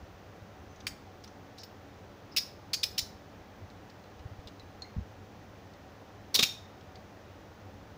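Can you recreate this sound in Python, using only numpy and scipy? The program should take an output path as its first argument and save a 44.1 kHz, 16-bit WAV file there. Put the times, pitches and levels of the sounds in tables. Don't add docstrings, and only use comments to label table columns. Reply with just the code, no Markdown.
import sys
import numpy as np
from scipy import signal
from scipy.fft import rfft, irfft, next_fast_len
from scipy.io import wavfile
from scipy.ndimage import uniform_filter1d

SR = 44100
rng = np.random.default_rng(int(sys.argv[2]) if len(sys.argv) > 2 else 0)


def dump_mix(stems):
    frames = np.atleast_2d(stems).T
    limited = np.clip(frames, -1, 1)
    pcm = np.round(limited * 32767).astype(np.int16)
    wavfile.write(sys.argv[1], SR, pcm)


def volts_from_db(level):
    exponent = np.asarray(level, float) / 20
    return 10 ** exponent


N = 351477
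HISS_TOP_HZ = 15550


def level(x, db):
    return x * volts_from_db(db) / np.sqrt(np.mean(x ** 2))


def fade(t, t60):
    return np.exp(-np.log(1000) * t / t60)


def low_pass(x, hz):
    return signal.sosfilt(signal.ellip(10, .2, 60, hz, fs=SR, output="sos"), x)


def coloured(spectrum):
    hz, db = np.transpose(spectrum)
    size = next_fast_len(N, True)
    f = np.fft.rfftfreq(size, 1 / SR) + 1
    gain = volts_from_db(np.interp(np.log(f), np.log(hz), db))
    noise = irfft(rfft(rng.standard_normal(size)) * gain, size)
    return level(noise[:N], 0)


def flutter(size, width_hz):
    pole = [1, -np.exp(-np.pi * width_hz / SR)]
    x = rng.standard_normal(size + 2000) + 1j * rng.standard_normal(size + 2000)
    for _ in range(3):
        x = signal.lfilter([1], pole, x)
    x = x[-size:]
    return x / np.sqrt(np.mean(np.abs(x) ** 2))


def add(out, s, sound):
    i = int(s * SR)
    out[i:i + len(sound)] += sound[:N - i]


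def taps(rows, steady, crack_db, crack_t60, rise_s):
    # hz, db (per Hz)
    crack_colour = [(530, -51), (900, -23), (1520, -21), (1860, -14.5), (2600, -6), (3230, -7.5),
                    (3510, -1.5), (4980, -1.5), (8500, -17.5), (11000, -43), (18700, -120)]
    # hz, db (per Hz)
    treble_colour = [(5000, -39), (8000, -15), (9400, -1.5), (11500, -3), (12800, -5.5), (13900, -5),
                     (15000, 7), (15700, -5.5), (16300, -20)]
    out = np.zeros(N)
    t = np.arange(SR // 6) / SR
    crack, treble = coloured(crack_colour), coloured(treble_colour)
    for s, db, hz, treble_db, t60, width_hz in rows:
        i = int(s * SR)
        wobble = steady + (1 - steady) * flutter(len(t), width_hz)
        ring = (-1j * np.exp(2j * np.pi * hz * t) * wobble).real * fade(t, t60)
        burst = volts_from_db(crack_db) * crack[i:i + len(t)] + volts_from_db(treble_db - 5.0) * treble[i:i + len(t)]
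        burst = burst * fade(t, crack_t60)
        add(out, s - rise_s, volts_from_db(db) * (1 - np.exp(-t / rise_s)) * (ring + burst))
    return out


def background():
    # hz, db (per Hz)
    air_colour = [(15, -48), (25, -20.5), (92, -2.5), (126, -10.5), (206, -7), (252, -14.5), (276, -7.5),
                  (338, -12), (479, -11), (703, -14), (830, -13.5), (943, -17.5), (2000, -23), (2600, -38),
                  (4400, -120)]
    # hz, db (per Hz)
    hiss_colour = [(1060, -22), (1800, -17), (2050, -23.5), (2240, -2.5), (2410, -2), (3320, -4.5),
                   (3810, -6), (4370, -7.5), (6240, -9.5), (6710, -13), (8360, -24), (13200, -24),
                   (14900, -15.5), (15600, -13.5), (16000, -27)]
    # pitch_hz, width_hz, level_db (rms)
    fan_tones = [(100, 24, -59.5), (212.7, 14, -68), (283.6, 6.2, -68.5), (579, 28, -71.5),
                 (753.4, 22, -67.5)]
    air_db, hiss_db = -52, -65
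    t = np.arange(N) / SR
    air = volts_from_db(air_db) * coloured(air_colour)
    deep = signal.sosfiltfilt(signal.butter(2, 85, fs=SR, output="sos"), air)
    shake = volts_from_db(2.1 * flutter(N, 7.2).real)
    hiss = volts_from_db(hiss_db) * low_pass(coloured(hiss_colour), HISS_TOP_HZ)
    out = air + deep * (shake - 1) + hiss
    for hz, width_hz, db in fan_tones:
        tone = np.exp(2j * np.pi * hz * t) * flutter(N, width_hz)
        out += level(tone.imag, db)
    return out


def bumps():
    # centre_s, peak_db, pitch_hz, length_s
    soft_hits = [(.035, -40, 77, 0.051), (0.427, -43.5, 95, 0.029), (3.03, -40, 70, 0.033),
                 (3.156, -43, 80, 0.037), (3.414, -47, 70, 0.035), (3.636, -41.5, 93, 0.083),
                 (4.207, -41.5, 75, .04), (4.261, -32.5, 100, 0.027), (4.322, -39, 95, 0.059),
                 (4.392, -37, 80, 0.015), (4.464, -44, 70, 0.028), (4.637, -50, 55, .05),
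                 (4.968, -25.5, 131, 0.012), (4.986, -26.5, 79, 0.043), (4.991, -35.5, 204, 0.034),
                 (5.017, -35, 77, 0.07), (6.36, -48.5, 187, 0.01), (6.403, -36, 240, 0.055),
                 (6.395, -29.5, 425, 0.017), (6.431, -29.5, 145, 0.013)]
    out = np.zeros(N)
    for s, db, hz, length in soft_hits:
        t = np.arange(-2 * length, 2 * length, 1 / SR)
        t = t[t + s > 0]
        swell = np.exp(-(4.26 * t / length) ** 2)
        add(out, s + t[0], volts_from_db(db) * swell * np.cos(2 * np.pi * hz * t))
    return out


def chain_rattles():
    # start_s, peak_db, ring_hz, treble_db
    loose = [(.2464, -69, 2530, -17), (0.76, -51.5, 6140, -26), (.804, -48, 6000, -27),
             (.8079, -55, 3220, -29), (1.239, -44.5, 5540, -20), (1.244, -46, 4900, -9),
             (1.276, -49, 5970, -24), (1.5834, -44.5, 4280, -9), (1.6333, -38, 5260, -18),
             (1.64, -50, 4840, -15), (3.7013, -52.5, 3920, -25), (3.899, -49.5, 4740, -27),
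             (3.9956, -57, 4460, -22), (4.0394, -57, 4050, -20), (4.1932, -53, 2700, -22),
             (4.473, -41.5, 3600, -18), (4.484, -50, 3920, -24), (5.7368, -54, 3980, -22),
             (6.81, -55, 2900, -27), (6.956, -47, 4560, -32)]
    t60, width_hz = 0.043, 950
    rows = [(*row, t60, width_hz) for row in loose]
    return taps(rows, steady=0.19, crack_db=-4.5, crack_t60=0.034, rise_s=0.00033)


def scrapes():
    # start_s, length_s, level_db (rms), pitch_hz, width_hz
    slides = [
        (0.682, .085, -75, 6130, 250),
        (1.577, 0.05, -54, 5170, 2200),
        (2.314, 0.032, -58.5, 5100, 900),
    ]
    out = np.zeros(N)
    for s, length, db, hz, width_hz in slides:
        t = np.arange(0, length, 1 / SR)
        grain = flutter(len(t), width_hz) * volts_from_db(1.9 * flutter(len(t), 250).real)
        swell = np.sin(np.pi * t / length) ** 0.34
        add(out, s, level((np.exp(2j * np.pi * hz * t) * grain).imag * swell, db))
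    return out


def link_clinks():
    # start_s, peak_db, ring_hz, t60_s
    pings = [
        (.804, -54, 6100, .04),
        (1.636, -51, 14800, .1),
        (1.6365, -54, 11700, .04),
        (4.4755, -46, 2840, 0.037),
        (4.4765, -49, 4000, 0.038),
        (4.5968, -38.5, 3990, 0.046),
        (4.821, -32, 4200, 0.072),
        (4.8205, -46, 6500, .03),
        (4.845, -52.5, 2120, 0.24),
    ]
    treble_db, width_hz = -35, 350
    rows = [(s, db, hz, treble_db, t60, width_hz) for s, db, hz, t60 in pings]
    return taps(rows, steady=0.47, crack_db=-13, crack_t60=0.02, rise_s=0.0002)


def knocks():
    # start_s, level_db (rms), low_hz, high_hz, t60_s
    thuds = [
        (0.8682, -29.5, 1490, 3260, 0.038),
        (6.346, -41, 150, 1360, 0.22),
        (6.3902, -31.5, 130, 1200, 0.086),
        (6.4261, -39, 130, 1190, 0.11),
        (6.4303, -22, 2080, 3150, 0.042),
    ]
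    out = np.zeros(N)
    t = np.arange(SR // 5) / SR
    for s, db, low_hz, high_hz, t60 in thuds:
        band = signal.butter(2, (low_hz, high_hz), "bandpass", fs=SR, output="sos")
        noise = level(signal.sosfilt(band, rng.standard_normal(len(t))), db)
        add(out, s, noise * fade(t, t60) * (1 - np.exp(-t / 0.00015)))
    return out


def bounces(strikes, count):
    rebound_gap_s, rebound_loss_db = .0021, -9.5
    gap_scatter, rebound_scatter_db, ring_scatter = 0.11, -0.5, 0.042
    brush_lead_s, brush_db = .0018, -19
    s, db, hz, treble_db = np.array(strikes, float).T[:, :, None]
    gap, size, place = np.clip(rng.standard_normal((3, len(strikes), count)), -2, 2)
    rebounds = (s + rebound_gap_s * np.cumsum(1 + gap_scatter * gap, axis=1),
                db + rebound_loss_db * np.arange(1, count + 1) + rebound_scatter_db * size,
                hz * (1 + ring_scatter * place),
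                treble_db + 0 * gap)
    brush = (s - brush_lead_s, db + brush_db, hz, treble_db)
    extra = [np.stack(part, axis=-1).reshape(-1, 4) for part in (brush, rebounds)]
    return np.concatenate([strikes] + extra)


def pawl_strikes():
    # start_s, peak_db, ring_hz, treble_db
    teeth = [(.8688, -21.5, 4740, -12), (.8775, -29, 5160, -11), (2.3645, -20, 2670, -9),
             (2.3655, -20.5, 5100, -12), (2.370, -11.5, 5170, -18), (2.3748, -23, 5300, -12),
             (2.3756, -20, 3700, -17), (2.379, -19, 5040, -14), (2.3828, -15.5, 5500, -12),
             (2.3875, -24, 5000, -16), (2.7336, -15, 4250, -14), (2.7365, -18.5, 4760, -13),
             (2.7415, -14, 4570, -19), (2.744, -19, 4900, -20), (2.748, -30, 4900, -14),
             (2.8325, -13, 3750, -19), (2.834, -17, 5060, -17), (2.8395, -14, 5170, -14),
             (2.8472, -33, 4950, -12), (2.8545, -30, 5200, -14), (2.9797, -18.5, 3000, -12),
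             (2.9825, -16.5, 5400, -12), (2.9865, -42, 5100, -12), (2.990, -16, 5300, -14),
             (2.9925, -19.5, 4310, -19), (2.9965, -35, 4400, -18)]
    # start_s, peak_db, ring_hz, treble_db
    closing = [(6.3433, -16, 5600, -12), (6.345, -18, 4750, -13), (6.349, -11, 5300, -13),
               (6.352, -13, 4200, -11), (6.355, -11, 3920, -12), (6.361, -13, 4250, -14),
               (6.363, -28, 4920, -14), (6.37, -27, 3960, -12), (6.380, -25, 3830, -14),
               (6.39, -17, 3700, -20), (6.392, -7.5, 3500, -26), (6.396, -18, 3900, -15),
               (6.397, -18, 3860, -18), (6.4025, -26, 3530, -18), (6.4068, -21, 3800, -25),
               (6.4094, -21, 3700, -25), (6.4263, -12.5, 3740, -20), (6.427, -11.5, 4700, -17),
               (6.431, -10.5, 3700, -13), (6.4346, -11.5, 3190, -16), (6.438, -15.5, 2680, -14),
               (6.4405, -36, 5030, -14), (6.447, -29, 3750, -15)]
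    return bounces([*teeth, *closing], count=2)


def lock_snaps(pawl):
    t60, width_hz = .013, 700
    rows = [(*row, t60, width_hz) for row in pawl]
    return taps(rows, steady=0.78, crack_db=-10.5, crack_t60=0.019, rise_s=0.00056)


def steel(pawl):
    # from_s, to_s, ring_db, steady_share (0-1), blur_hz
    grips = [
        (0, 2, -23, 0.1, 400),
        (2, 2.7, -24, .2, 350),
        (2.7, 2.8, -23, 0.45, 350),
        (2.8, 2.95, -28, 0.4, 250),
        (2.95, 3.5, -21, .2, 350),
        (6.001, 7, -25, 0.27, 300),
    ]
    # pitch_hz, level_db, t60_s
    open_modes = [(3300, -18, .12), (4900, 3, 0.12), (5400, -8, .1), (5640, 2, 0.079), (6500, -2, 0.088),
                  (6850, -1, 0.072), (7750, -5, 0.15), (9280, 1, 0.067), (13640, -13, .14), (14710, -9, .2)]
    # pitch_hz, level_db, t60_s
    first_modes = [(2760, -30.5, .2), (3700, -9, 0.19), (4500, -21, .25), (4900, -9, .2), (4980, 10, .14),
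                   (5100, -3, .28), (5400, -17, .25), (5660, -3, 0.19), (6891, -18, .16), (10640, -31, .18),
                   (11750, -24, .19), (15270, -19, .14)]
    second_modes = [(3720, -16, .15), (4200, -10, .15), (4720, 4, 0.17), (5170, -8, 0.24), (5862, -21, .22),
                    (6560, 0, 0.1), (8726, -26, .3), (9905, -24, .22), (11680, -21, .13), (14720, -14, .12)]
    third_modes = [(3000, -20, 0.38), (4000, 0, 0.15), (4360, -20, 0.52), (5030, -8, 0.46),
                   (5140, -10, 0.32), (5292, -17, 0.8), (5730, -4, 0.15), (11600, -20, 0.34),
                   (13690, -25, 0.26), (14700, -15, 0.4)]
    fourth_modes = [(3560, -9, .18), (4030, -5, 0.22), (4550, -9, 0.19), (5100, -4, 0.16), (5600, -6, .14),
                    (6100, -8, .2), (7000, -1, 0.1), (9200, -19, .15), (11000, -21, .15), (14580, -22, .2)]
    # pitch_hz, level_db, t60_s
    wrist_modes = [(2830, -12, .2), (3220, -13, 0.33), (3810, -14, 0.4), (3670, -1.5, 0.41),
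                   (3750, -1, 0.23), (4127, -2, .2), (4460, -12, .24), (4640, -14, .28), (5500, -4, 0.3),
                   (5300, -9, 0.24), (6160, -14, .23), (6800, -14, 0.3), (7260, -18, 0.35),
                   (9200, -18, 0.32), (11500, -24, .24), (13700, -18, .2), (14410, -22, .22),
                   (14740, -11, .22)]
    grip_modes = (open_modes, first_modes, second_modes, third_modes, fourth_modes, wrist_modes)
    out = np.zeros(N)
    for (t0, t1, ring_db, steady, blur_hz), modes in zip(grips, grip_modes):
        inside = pawl[(pawl[:, 0] > t0) & (pawl[:, 0] < t1)]
        start = inside[:, 0].min()
        where = ((inside[:, 0] - start) * SR).astype(int)
        blows = np.zeros(where.max() + SR // 2)
        blows[where] = volts_from_db(2 * inside[:, 1])
        t = np.arange(len(blows)) / SR
        wobble = steady + (1 - steady) * flutter(len(t) + SR, blur_hz)
        for k, (hz, db, t60) in enumerate(modes):
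            energy = signal.lfilter([1], [1, -fade(2 / SR, min(t60, .45))], blows)
            swing = uniform_filter1d(np.sqrt(energy), size=40)
            ring = np.exp(2j * np.pi * hz * t) * wobble[2000 * k:][:len(t)]
            add(out, start, volts_from_db(db + ring_db) * swing * ring.imag)
    return out


def room(x):
    # hz, db
    walls = [(500, -7.5), (1500, 1), (3000, -4.5), (5000, -1), (6800, 2), (8500, -1), (12000, 2),
             (15000, -0.5)]
    tail_t60_s, top_t60_s, room_db = 0.39, 0.32, -11
    early_t60_s, early_db = 0.0556, -3
    t = np.arange(SR // 2) / SR
    noise = coloured(walls)[:len(t)]
    low = signal.sosfilt(signal.butter(2, 7500, fs=SR, output="sos"), noise)
    tail = low * fade(t, tail_t60_s) + (noise - low) * fade(t, top_t60_s)
    early = volts_from_db(early_db) * noise * fade(t, early_t60_s)
    echoes = (tail + early) * (1 - np.exp(-t / 0.0036))
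    echoes = volts_from_db(room_db) * echoes / np.sqrt(np.sum(echoes ** 2))
    return low_pass(signal.fftconvolve(x, echoes)[:N], HISS_TOP_HZ)


def scene():
    pawl = pawl_strikes()
    metal = chain_rattles() + scrapes() + link_clinks() + knocks() + lock_snaps(pawl) + steel(pawl)
    return (metal + room(metal) + bumps() + background())[None]


def roll_off(x):
    return signal.sosfilt(signal.butter(12, 16650, fs=SR, output="sos"), x)


def record(dry):
    return roll_off(low_pass(dry, 15950))


dry = scene()
out = record(dry)
dump_mix(out)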